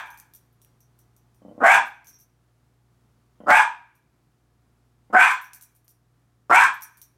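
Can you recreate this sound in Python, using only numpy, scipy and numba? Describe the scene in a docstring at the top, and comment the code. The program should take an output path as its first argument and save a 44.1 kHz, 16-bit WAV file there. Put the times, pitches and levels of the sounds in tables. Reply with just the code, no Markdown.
"""A small dog barks hoarsely in a bedroom, close to a phone: irregular pulses of the vocal folds and gated breath
drive mouth resonances that rise as the jaw opens. Slow throat clicks lead into the first three full barks.
Collar tags jingle when the dog moves, each contact a click, a ring of small metal discs and a rattle.
A machine hums on the mains over faint room air; bedroom and hallway answer the dog, and the phone limits the peaks."""
import sys
import numpy as np
from scipy import signal
from scipy.fft import rfft, irfft, next_fast_len
from scipy.io import wavfile
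from scipy.ndimage import uniform_filter1d, minimum_filter1d, map_coordinates
from numba import njit

SR = 44100
rng = np.random.default_rng(int(sys.argv[2]) if len(sys.argv) > 2 else 0)


def unload_audio(sound):
    """Save the sound as a 16-bit wav file, at the path given as the first command line argument."""
    columns = np.transpose(np.atleast_2d(sound))
    # keep every value between -1 and 1, then stretch to whole-number steps
    steps = np.round(np.clip(columns, -1, 1) * 32767)
    wavfile.write(sys.argv[1], SR, steps.astype(np.int16))


def rack_gain(trim_db):
    """Turn a fader trim in dB into the linear factor to multiply a signal by."""
    fader = np.asarray(trim_db, float)
    return 10 ** (fader / 20)


N = 316197  # samples heard
LEAD = SR // 2  # the dog is rendered from half a second early, so that earlier echoes reach the start
LONG = N + LEAD


def unit(x):
    """Scaled to rms 1."""
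    return x / np.sqrt(np.mean(x ** 2) + 1e-20)


def along(points, hz):
    """(Hz, value) points read on a log frequency axis."""
    f, v = np.transpose(points)
    return np.interp(np.log(hz + 1), np.log(f + 1), v)


def filtered(x, response):
    """x times a complex response of frequency."""
    m = next_fast_len(len(x) + 8192)
    spectrum = rfft(x, m) * response(np.fft.rfftfreq(m, 1 / SR))
    return irfft(spectrum, m)[:len(x)]


def wobble(rate):
    """A smooth random curve, rate knots a second."""
    knots = rng.standard_normal(int(N * rate / SR) + 4)
    return map_coordinates(knots, [np.arange(N) * rate / SR])


@njit
def resonance(x, hz, width):
    """A moving two-pole resonance, gain 1 at its centre (hz and width as parts of the sample rate)."""
    y, r = np.zeros(len(x)), np.exp(-np.pi * width)
    for i in range(2, len(x)):
        drive = (1 - r * r) / 2 * (x[i] - x[i - 2])
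        y[i] = drive + 2 * r * np.cos(2 * np.pi * hz[i]) * y[i - 1] - r * r * y[i - 2]
    return y


def ring_at(x, hz, width_hz):
    """A narrow peak with steep skirts: four resonances in a row, scaled to rms 1."""
    for widen in (1, 4, 5, 6):
        x = resonance(x, hz / SR, widen * width_hz / SR)
    return unit(x)


def bark(rows, opening_s, parting_db, wide_db, easing_db, third_db, wide, closed, squeak_hz, squeak_db):
    """Irregular fold pulses and gated breath through three moving mouth resonances and the chest."""
    # mouth resonances by jaw (0 shut, 1 wide, 2 easing): jaw, first_hz, second_hz, third_hz
    jaw_table = [(0, 490, 1220, 1830), (.27, 687.2, 1400, 1960), (.6, 750, 1549, 2070),
                 (1, 894, 1572, 2405), (2, 990, 1600, 2324)]
    # what the jaw lets out, relative levels: jaw, chest_db, breath_db, lip_squeak_db
    tone_table = [(0, 2.5, -39, 3), (.22, -6, -44, 1.5), (.5, -32, -28.5, -18), (1.1, -48, -21, -20),
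                  (1.6, -40.5, -23, -20.5), (2.2, -38.5, -17.5, -20.5)]
    # third resonance while the jaw opens, relative level: jaw, level_db
    third_table = [(0, -33), (.22, -23), (.5, -8), (1.1, -3.5)]
    # breath spectrum, relative density: frequency_hz, level_db (per Hz)
    breath_spectrum = [(1590, -21.5), (2700, -10.5), (2910, -10), (3350, -10), (4860, -20.5), (5400, -16.5),
                       (5860, -16.5), (8190, -12.5), (9640, -20), (12900, -22.5), (16000, -48)]
    # upper breath resonances: multiple of the third resonance, width_hz, level_db over the plain breath
    upper_peaks = [(1.4, 450.8, -11), (2.55, 400, -19.5), (3.402, 900, -20)]
    s, push_db = np.transpose(rows)
    length = s[-1] - s[0]
    t = np.arange(0, length + .05, 1 / SR)
    effort = np.interp(t + s[0], s, push_db)
    jaw = t / opening_s

    def follow(table):
        """Each column as the jaw moves."""
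        places, *columns = np.transpose(table)
        return [np.interp(jaw, places, column) for column in columns]

    first_db = np.interp(jaw, [.3, 1, 1.6], [parting_db, wide_db, easing_db])
    f1, f2, f3 = follow(jaw_table)
    chest, breath, squeak = follow(tone_table)
    top_db, = follow([*third_table, (1.6, third_db)])
    open_share = np.clip(jaw, 0, 1)
    f1 = f1 * wide ** open_share
    f2 = f2 * closed ** (1 - open_share)
    fade = np.clip((length + 0.008 - t) / 0.046, 0, 1) * np.clip(t / .007, 0, 1)

    # the folds speed up at the onset, and their beats scatter in time and strength
    cycle = np.cumsum(np.interp(t, [0, .07], [180, 300])) / SR
    draw = rng.standard_normal((120, 2))
    beats = np.cumsum(np.exp(.25 * draw[:, 0])) - .6
    pulses = np.zeros(len(t) + 1)
    np.add.at(pulses, np.searchsorted(cycle, beats), rack_gain(2.0 * draw[:, 1]))
    pulses = pulses[:-1]
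    gate = unit(np.convolve(pulses, np.hanning(120))[:len(t)])  # air rushes just after each opening

    def hiss(steady):
        """Breath noise gated by the folds, over a steady share."""
        return unit((gate + steady) * rng.standard_normal(len(t)))

    rough = 0.26
    folds = (1 - rough) * unit(pulses) + rough * hiss(0.1)
    voice = rack_gain(first_db) * ring_at(folds, f1, 120)
    voice = voice + rack_gain(-2.5) * ring_at(folds, f2, 170)
    voice = voice + rack_gain(top_db) * ring_at(folds, f3, 220)
    voice = voice + rack_gain(-10) * ring_at(hiss(.3), (f1 + f2) / 2, 200)  # rasp fills the valley between the first two
    voice = voice + rack_gain(chest + parting_db) * ring_at(folds, np.full(len(t), 230.), 160)

    lumps = np.interp(cycle, np.arange(0, 120, 3), rng.standard_normal(40))  # the breath comes in uneven gusts
    gusts = rack_gain(3.7 * lumps) * hiss(.9)
    air = unit(filtered(gusts, lambda hz: rack_gain(along(breath_spectrum, hz))))
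    air = air + sum(rack_gain(db) * ring_at(air, k * f3, width_hz) for k, width_hz, db in upper_peaks)
    air = air + rack_gain(squeak + squeak_db) * ring_at(hiss(.9), np.full(len(t), float(squeak_hz)), 360)
    return fade * rack_gain(effort) * (voice + rack_gain(breath + 4.0) * air)


def barks():
    """Every bark at its moment, each with its own push of breath, mouth and lips."""
    # the bark that ends just before the start, relative level: time_s, effort_db
    earlier = [(-.31, -10.5), (-.13, -3)]
    # one list a bark, relative level: time_s, effort_db
    efforts = [
        [(1.6, -37.5), (1.634, -17), (1.652, -9), (1.776, -15), (1.79, -18)],
        [(3.46, -47.5), (3.464, -36.5), (3.486, -15.5), (3.532, -9), (3.614, -15.5), (3.626, -16),
         (3.64, -18.5)],
        [(5.125, -34), (5.145, -14), (5.169, -4.5), (5.301, -14.5), (5.33, -15.5)],
        [(6.495, -15.5), (6.505, -18), (6.517, -8), (6.659, -13), (6.67, -15.5)],
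    ]
    # each bark's mouth, relative levels: jaw_opening_s, parting_db (first resonance and chest),
    # first_wide_db, first_easing_db, third_easing_db
    mouths = [(0.093, 5.5, -1, -2.5, -11), (.122, -2.5, -5, 4, -15.5), (.105, -2, -4, 3, -24),
              (.094, -5, -5.5, -5, -10), (.075, -9.5, -0.5, -4, -10)]
    # each bark's lips: first resonance multiple when wide, second resonance multiple when shut,
    # squeak_hz, squeak_db (added to what the jaw lets out)
    lip_shapes = [(.97, 1.3, 4950, -10), (.93, 1.04, 2200, -13), (1, .97, 4900, -2),
                  (1.03, 1.02, 5000, -4.5), (1.03, .92, 5250, -2.5)]
    out = np.zeros(LONG)
    for rows, mouth, lips in zip([earlier, *efforts], mouths, lip_shapes):
        call = bark(rows, *mouth, *lips)
        out[LEAD + round(rows[0][0] * SR):][:len(call)] += call
    return out


def tail(decay):
    """A second of echo with energy 1, each frequency dying at its own speed."""
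    hz, t, z = signal.stft(rng.standard_normal(SR), SR, nperseg=256)
    fading = z * rack_gain(-60 * t / along(decay, hz)[:, None])
    echo = signal.istft(fading, SR, nperseg=256)[1][:SR]
    return echo / np.linalg.norm(echo)


def room(x, wet_db, far_db, piece=SR // 4):
    """Direct sound plus the walls' and the hallway's answer, which changes as the dog moves."""
    # bedroom decay: frequency_hz, t60_s
    bedroom = [(200, 0.32), (800, 0.26), (1600, 0.27), (2500, 0.26), (4000, 0.33), (8000, 0.22),
               (14000, 0.06)]
    # decay beyond the open door: frequency_hz, t60_s
    hallway = [(300, 0.43), (900, 0.53), (2400, 0.56), (4000, 0.6), (8000, 0.42)]
    out = np.pad(x, (0, 2 * SR))
    for a in range(0, len(x), piece):
        echo = rack_gain(wet_db) * tail(bedroom) + rack_gain(far_db) * tail(hallway)
        wet = signal.fftconvolve(x[a:a + piece], np.pad(echo, (130, 0)))  # the answer lags by 3 ms
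        out[a:a + len(wet)] += wet
    return out[LEAD:LONG]


def hum():
    """Slightly unsteady mains lines over the faint air of the room."""
    # the machine's lines, about which level and phase wander: frequency_hz, level_db (rms)
    mains_lines = [(59.2, -66), (118.4, -63.5), (242.2, -80.5), (290.7, -87), (360.7, -84), (662.1, -91),
                   (721.4, -85.5), (839.8, -88.5)]
    # spectrum of the room air, relative density: frequency_hz, level_db (per Hz)
    air_spectrum = [(24, -35.5), (40, -6.5), (124, -11), (144, -5), (176, -13), (297, -14.5), (529, -22.5),
                    (715, -24.5), (790, -25), (1180, -23.5), (2630, -34), (11600, -39.5), (16000, -45)]
    t = np.arange(N) / SR
    lines = np.zeros(N)
    for hz, db in mains_lines:
        level = np.sqrt(2) * rack_gain(db + 1.5 * wobble(1.7))
        lines += level * np.sin(2 * np.pi * hz * t + wobble(4))
    air = unit(filtered(rng.standard_normal(N), lambda hz: rack_gain(along(air_spectrum, hz))))
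    return lines + rack_gain(-66 + .7 * wobble(7.1)) * air


def tags():
    """Contacts click and ring small metal discs by where they touch, rebound twice and rattle with light bounces."""
    # the tags meet, relative levels: start_s, click_db, low_ring_db, high_ring_db (both over the click),
    # first_rebound_db (over the first contact)
    jingle = [(-.03, -42.5, -18, -8.5, -2.5), (0.0603, -49, -16, -13.5, -4), (0.104, -36.5, -20, -20, -15),
              (0.1424, -46, -22, -16, -14), (0.1746, -40, -20, -12.5, -1), (0.1999, -31, -36, -24, -21),
              (0.3366, -41.5, -19.5, -11.5, 3), (0.5274, -64.5, -23, -11.5, -6),
              (0.617, -41.5, -21, -15.5, -15), (0.6478, -40.5, -42, -28, -15),
              (0.8051, -50, -15.5, -13, -8), (0.9892, -49.5, -18, -10, -9), (1.1653, -48, -20, -14.5, -13),
              (1.3458, -57.5, -18, -13, -7), (1.8564, -39.5, -28, -19.5, 4), (1.9443, -55, -12, -18, -8),
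              (2.0453, -45.5, -19, -13, 0), (2.0702, -37.5, -11.5, -10, -1.5), (2.13, -58, 7, -6, -3.5),
              (2.1874, -52.5, -6, -7, 2.5), (2.227, -51, -23.5, -12.5, -16), (3.9524, -59, -14, -5, -9),
              (5.321, -36.5, -15, -7, -6), (5.4134, -41.5, -24, -3.5, -4),
              (5.4434, -37.5, -13.5, -12.5, -5), (5.5338, -23.5, -29.5, -15.5, -5),
              (5.6111, -34, -22, -11.5, 2.5), (5.7499, -54.5, -20, -5, -2),
              (5.8446, -61.5, -18, -3.5, -10.5), (5.8805, -39, -27, -14.5, -2),
              (6.7384, -47.5, -16, -4.5, -10), (6.8094, -37.5, -16.5, -12, 13.5),
              (6.9716, -41.5, -23, -9.5, -9), (7.016, -30.5, -18.5, -15, -8.5)]
    # modes of the discs, relative level: frequency_hz, level_db, t60_s
    disc_modes = [(5680, -5.5, 0.16), (5840, -9.5, 0.12), (6260, -7, 0.16), (7100, -18, 0.057),
                  (9650, -5, 0.17), (10650, -7.5, 0.056), (11190, -7.5, .04), (13010, -1, .09),
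                  (13930, -7, 0.12)]
    rebound_s, later_loss_db = .012, -5
    middle_db, rattle_db = -6.5, 5  # over the high ring
    out, t = np.zeros(LONG + SR), np.arange(SR // 3) / SR
    hz, level, t60 = np.transpose(disc_modes)[:, :, None]

    def bright(low_hz):
        """Treble response: rises up to low_hz, falls away above 14.8 kHz."""
        return lambda f: (f / low_hz) ** 2 / (1 + (f / low_hz) ** 2) / (1 + (f / 14800) ** 12)

    def touch(s, db, low_db, high_db, click_hz):
        """One contact added to the jingle."""
        share = np.select([hz < 8000, hz < 11600], [low_db, high_db + middle_db], high_db)
        share = share + rng.normal(0, 3.7, hz.shape)
        # swinging discs never hold one pitch
        sway = np.cumsum(rng.normal(0, 0.06 * hz / 13000, (len(hz), len(t))), axis=1)
        ring = np.sum(rack_gain(level + share - 60 * t / t60) * np.sin(2 * np.pi * hz * t + sway), axis=0)
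        click = rack_gain(-2.5 - 60 * t / .0035) * filtered(rng.standard_normal(len(t)), bright(click_hz))
        hits = rng.random(len(t)) < 150 / SR  # about 150 light bounces a second
        bounces = np.convolve(hits, rack_gain(-60 * t[:200] / 0.00446))[:len(t)]
        grain = filtered(rng.standard_normal(len(t)), bright(11000))
        rattle = (bounces + 0.74) * rack_gain(high_db + rattle_db - 60 * t / .13) * grain
        out[LEAD + round(s * SR):][:len(t)] += rack_gain(db + 3.5) * (rack_gain(-2.5) * ring + click + rattle)

    for s, db, low_db, high_db, rebound_db in jingle:
        touch(s, db, low_db, high_db, 3700)
        for k in (1, 2):
            touch(s + k * rebound_s, db + rebound_db + later_loss_db * (k - 1), low_db, high_db, 6500)
    return out[:LONG]


def growl():
    """Slow, soft double slaps of the folds behind a shut mouth, each with a puff through the nose."""
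    # slow fold pulses before a bark, relative levels: start_s, slap_db, nasal_puff_db, thin_whistle_db (over the slap)
    slow_pulses = [(1.417, -42, -1.5, -11.5), (1.448, -33.5, -4, -21), (1.48, -34.5, -5.5, -15.5),
                   (1.51, -35, -5, -17), (1.549, -40, 0, -23), (1.577, -29, -2, -29),
                   (3.401, -32.5, 5.5, -3), (3.434, -32.5, -1.5, -19), (5.099, -35.5, 11.5, -28)]
    # resonances of the shut mouth, relative level: frequency_hz, width_hz, level_db
    throat_modes = [(280, 270, 2.5), (520, 300, 2.5)]
    # resonances of the nose, relative level: frequency_hz, width_hz, level_db
    nose_modes = [(750, 270, -5), (1050, 120, -0.5), (1350, 200, -10), (1950, 150, -14.5)]
    slaps, puffs, whistle = np.zeros((3, LONG))
    t = np.arange(SR // 20) / SR
    for s, db, nose_db, whistle_db in slow_pulses:
        # the folds slap twice
        slaps[LEAD + round((s + .002) * SR)] = rack_gain(db + 35.5)
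        slaps[LEAD + round((s + .012) * SR)] = rack_gain(db + 29.5 + rng.normal(0, 1.8))
        puff = (1 - np.exp(-t / .002)) * rack_gain(-60 * t / .08) * rng.standard_normal(len(t))
        puffs[LEAD + round(s * SR):][:len(t)] += rack_gain(db + nose_db) * puff
        whistle[LEAD + round(s * SR):][:len(t)] += rack_gain(db + whistle_db) * puff

    def peaks(modes):
        """Sum of resonances, each passed twice."""
        return lambda f: sum(rack_gain(db) * (1j * f * w / (c * c - f * f + 1j * f * w)) ** 2 for c, w, db in modes)

    soft = filtered(slaps, lambda hz: 1 / (1 + 1j * hz / 900) ** 4)
    voiced = filtered(soft, peaks(throat_modes))
    nasal = filtered(puffs, peaks(nose_modes))
    return voiced + nasal + filtered(whistle, peaks([(3050, 120, 0.00094)]))


def scene():
    """Dog and tags in the room, over the hum; the deep growl excites the soft room less than the barks do."""
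    mix = room(rack_gain(2.5) * barks(), wet_db=-2.5, far_db=-19.0)
    mix = mix + room(growl(), wet_db=-5.5, far_db=-32.5)
    mix = mix + room(tags(), wet_db=-9.5, far_db=-15.5)
    return (mix + hum())[None]


@njit
def held(need, release):
    """Gain drops at once and comes back slowly."""
    g = need.copy()
    for i in range(1, len(g)):
        g[i] = min(need[i], g[i - 1] + (1 - g[i - 1]) * release)
    return g


def top_cut(x):
    """Nothing passes above the cut-off."""
    return signal.sosfilt(signal.butter(12, 16510, fs=SR, output="sos"), x)


def record(dry):
    """The phone cuts deep bass; gain control backs off after loud sound and returns slowly; a limiter holds the peaks."""
    x = filtered(dry[0], lambda hz: (1j * hz / 45 / (1 + 1j * hz / 45)) ** 3)
    loud = np.sqrt(np.abs(uniform_filter1d(x ** 2, size=441))) + 1e-9  # rms over 10 ms
    wanted = np.minimum(1, 0.32 / loud) ** 0.72
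    x = x * uniform_filter1d(held(wanted, 1 / (.9 * SR)), size=221)  # returns over .9 s
    need = np.minimum(1, .7 / (np.abs(x) + 1e-9))
    x = x * uniform_filter1d(held(minimum_filter1d(need, size=89), 1 / (0.01 * SR)), size=45)  # returns over 10 ms
    return top_cut(x[None])


dry = scene()
out = record(dry)
unload_audio(out)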